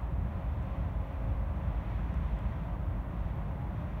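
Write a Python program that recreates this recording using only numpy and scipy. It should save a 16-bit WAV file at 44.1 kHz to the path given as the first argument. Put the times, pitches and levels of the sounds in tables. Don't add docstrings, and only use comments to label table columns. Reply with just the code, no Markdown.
import sys
import numpy as np
from scipy import signal
from scipy.fft import irfft
from scipy.io import wavfile

SR = 44100
rng = np.random.default_rng(int(sys.argv[2]) if len(sys.argv) > 2 else 0)


def output_pcm(signal):
    pcm = np.clip(np.atleast_2d(signal).T, -1, 1) * 32767
    wavfile.write(sys.argv[1], SR, np.round(pcm).astype(np.int16))


N = 176400


def amp(db):
    return 10 ** (np.asarray(db) / 20)


def unit(x):
    return x / np.sqrt(np.mean(x ** 2) + 1e-30)


def level(points):
    return amp(np.interp(np.arange(N) / SR, *np.transpose(points)))


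def noise(gain_at):
    hz = np.fft.rfftfreq(N, 1 / SR)
    return unit(irfft(gain_at(hz) * np.exp(2j * np.pi * rng.random(len(hz))), N))


def coloured(points):
    f, db = np.transpose(points)
    return noise(lambda hz: amp(np.interp(np.log(hz + 1), np.log(f + 1), db)))


def drift(rate_hz):
    return noise(lambda hz: (hz > 0) * np.exp(-(hz / rate_hz) ** 2))


def rotation(hz, wander, rate_hz):
    return 2 * np.pi * np.cumsum(hz * (1 + wander * drift(rate_hz))) / SR


def tone(phase, order):
    return np.sqrt(2) * np.cos(order * phase + 2 * np.pi * rng.random())


def exhaust(phase, orders):
    fading_db = -0.5
    return sum(amp(db) * unit(tone(phase, order) * amp(fading_db * drift(rate_hz=1.3)))
               for order, db in orders.items())


def diesels():
    main_orders = {11: -54, 12: -50.5, 15: -55, 17: -52, 18: -48, 33: -57, 49: -61}
    generator_orders = {6: -60, 7: -49.5, 10: -48.5, 12: -47.5, 13: -48.5, 15: -58, 18: -56, 27: -56}
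    # time in seconds, level in dB.
    boom_level = [(0, -40), (.3, -37.5), (.55, -45), (.75, -47), (.9, -40), (1.2, -42), (1.4, -38),
                  (1.8, -37), (2.15, -37), (2.8, -38), (3.3, -40.5), (3.65, -44), (4, -52)]
    main = rotation(hz=4.035, wander=.0012, rate_hz=.53)
    generator = rotation(hz=6.3, wander=.0012, rate_hz=.53)
    boom = level(boom_level) * tone(main, order=13)
    return boom + exhaust(main, main_orders) + exhaust(generator, generator_orders)


def rumble():
    # frequency in Hz, relative density in dB.
    rumble_spectrum = [(10, -25), (24, -18), (33, -19), (42, -6), (56, 0), (76, 0), (87, -4.5), (110, -8),
                       (135, -16), (200, -42), (1500, -110)]
    drone_spectrum = [(40, -43), (75, -17.5), (92, -2), (110, 1), (132, -2), (153, -3), (180, -3.5),
                      (215, -8), (250, -19.5), (400, -29.5), (3000, -100)]
    # time in seconds, level in dB.
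    rumble_level = [(0, -43), (2.8, -43), (3.1, -42), (4, -42)]
    drone_level = [(0, -48), (.2, -40), (.45, -42.5), (.78, -41), (1.16, -44), (1.32, -41.5), (1.47, -42.5),
                   (1.63, -39), (1.88, -44), (2.12, -38), (2.42, -42), (2.63, -39.5), (2.9, -43.5),
                   (3.15, -40), (3.35, -40), (3.55, -41), (3.77, -38.5), (4, -40.5)]
    return level(rumble_level) * coloured(rumble_spectrum) + level(drone_level) * coloured(drone_spectrum)


def throbs():
    # centre in seconds, length in seconds, level at the crest in dB.
    pulses = [(.04, .09, -37), (.155, .09, -33.5), (.27, .1, -36), (.365, .09, -36), (.59, .16, -35.5),
              (.795, .09, -34.5), (.88, .08, -33.5), (.99, .11, -34.5), (1.275, .08, -32.5),
              (1.33, .1, -33), (1.405, .07, -32.5), (1.52, .11, -35), (1.68, .11, -32.5), (1.9, .09, -35),
              (2.14, .12, -32), (2.34, .07, -33), (2.5, .09, -31.5), (2.78, .08, -37), (2.885, .1, -34),
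              (3.255, .05, -31.5)]
    # frequency in Hz, relative density in dB.
    spectrum = [(10, -45), (35, -25), (46, -6), (58, 0), (76, 0), (88, -7), (125, -16), (180, -24),
                (260, -48), (1500, -110)]
    out, exhaust_noise = np.zeros(N), coloured(spectrum)
    for centre, length, db in pulses:
        swell = np.cos(np.pi * np.clip((np.arange(N) / SR - centre) / length, -.5, .5))
        out += amp(db) * unit(swell * exhaust_noise) * np.sqrt(np.mean(swell ** 2))
    return out


def fans():
    # centre in Hz, half-width in Hz, level in dB.
    peaks = [(272, 6, -60.5), (294, 16, -59), (547, 7, -64), (826, 3, -66.5)]
    return sum(amp(db) * noise(lambda hz: 1 / (1 + ((hz - centre) / width) ** 2))
               for centre, width, db in peaks)


def blower():
    harmonics_db = [-58, -57.5]
    # time in seconds, gain in dB.
    swell = [(0, -3), (.2, -14), (.36, -1), (.55, -3), (.87, 3), (1.04, -3), (1.27, 1), (1.6, -1),
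             (1.8, -9), (3.2, -12), (4, -8)]
    blades = rotation(hz=270.8, wander=.004, rate_hz=2.85)
    return level(swell) * sum(amp(db) * tone(blades, k + 1) for k, db in enumerate(harmonics_db))


def whines():
    # frequency in Hz, level in dB.
    machines = [(590, -64.5), (632, -62.5), (672, -65), (715, -66), (885, -65), (945, -65.5), (1015, -66.5)]
    out, fading_db = np.zeros(N), 5
    for hz, db in machines:
        whine = tone(rotation(hz, wander=.013, rate_hz=3.01), order=1)
        fading = amp(fading_db * np.tanh(drift(rate_hz=4.5)))
        out += amp(db) * unit(whine * fading)
    return out


def roar():
    # frequency in Hz, relative density in dB.
    spectrum = [(30, -41), (240, -5.5), (330, -0.5), (410, -4), (490, -3.5), (570, -0.9), (660, -0.8),
                (780, -1.5), (900, -3.5), (1020, -2), (1150, -4.5), (1350, -9.5), (1750, -14.5),
                (2600, -24), (5000, -46.5)]
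    # time in seconds, level in dB.
    envelope = [(0, -48.5), (.15, -50.5), (.38, -48.5), (.5, -50.5), (.8, -49.5), (.92, -51), (1.25, -49),
                (1.4, -50.3), (1.58, -49), (1.9, -48.5), (2.45, -49.5), (3.05, -49.5), (3.4, -49),
                (4, -49.5)]
    waver_db = .17 * drift(rate_hz=1.3)
    return level(envelope) * coloured(spectrum) * amp(waver_db)


def wash():
    # frequency in Hz, relative density in dB.
    spectrum = [(200, -15), (1000, -2.5), (1650, 2), (1770, -0.5), (1900, 5), (2250, -0.5), (2550, -1),
                (2850, -5.5), (3270, -7.5), (3480, -7), (4000, -16), (4500, -19), (4950, -27),
                (5800, -21.5), (7500, -36), (16000, -73)]
    # time in seconds, level in dB.
    envelope = [(0, -64), (.22, -64), (.38, -61), (.52, -61.8), (.78, -59.7), (.95, -61.8), (1.04, -60.5),
                (1.45, -62.3), (1.75, -60.5), (1.92, -57.7), (2.08, -59.3), (2.42, -58.5), (2.68, -60.7),
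                (2.78, -64.3), (3.08, -63.8), (3.2, -61), (3.35, -62.3), (3.68, -62.3), (3.8, -60),
                (4, -59.7)]
    flutter_db = .3 * drift(rate_hz=8)
    return level(envelope) * coloured(spectrum) * amp(flutter_db)


def ticks():
    # start in seconds, click peak in dB, centre in Hz, bandwidth in Hz, ping level in dB.
    events = [(.627, -65, 7200, 2000, -80), (2.142, -58, 6600, 2400, -80), (2.390, -57, 6200, 6400, -54)]
    click_decay_s, ping_hz, ping_decay_s = .0007, 3200, .003
    out, t = np.zeros(N), np.arange(400) / SR
    ping = np.sin(2 * np.pi * ping_hz * t) * np.exp(-t / ping_decay_s)
    for start, db, centre, width, ping_db in events:
        band = signal.butter(2, [centre - width / 2, centre + width / 2], "band", fs=SR, output="sos")
        click = signal.sosfilt(band, rng.standard_normal(len(t)) * np.exp(-t / click_decay_s))
        out[round(start * SR):][:len(t)] += amp(db) * click / abs(click).max() + amp(ping_db) * ping
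    return out


def scene():
    ferry = diesels() + rumble() + throbs() + fans() + blower()
    return (ferry + whines() + roar() + wash() + ticks())[None]


def record(dry):
    # frequency in Hz, relative density in dB.
    hiss_spectrum = [(100, -6), (6500, -5.4), (7700, -7.3), (8900, -3.8), (9850, -3.2), (10400, -8.5),
                     (11200, -1.6), (15700, 0)]
    hiss_db, cutoff_hz = -76.7, 15800
    lowpass = signal.ellip(14, .01, 60, cutoff_hz, fs=SR, output="sos")
    return signal.sosfiltfilt(lowpass, dry + amp(hiss_db) * coloured(hiss_spectrum))


dry = scene()
out = record(dry)
output_pcm(out)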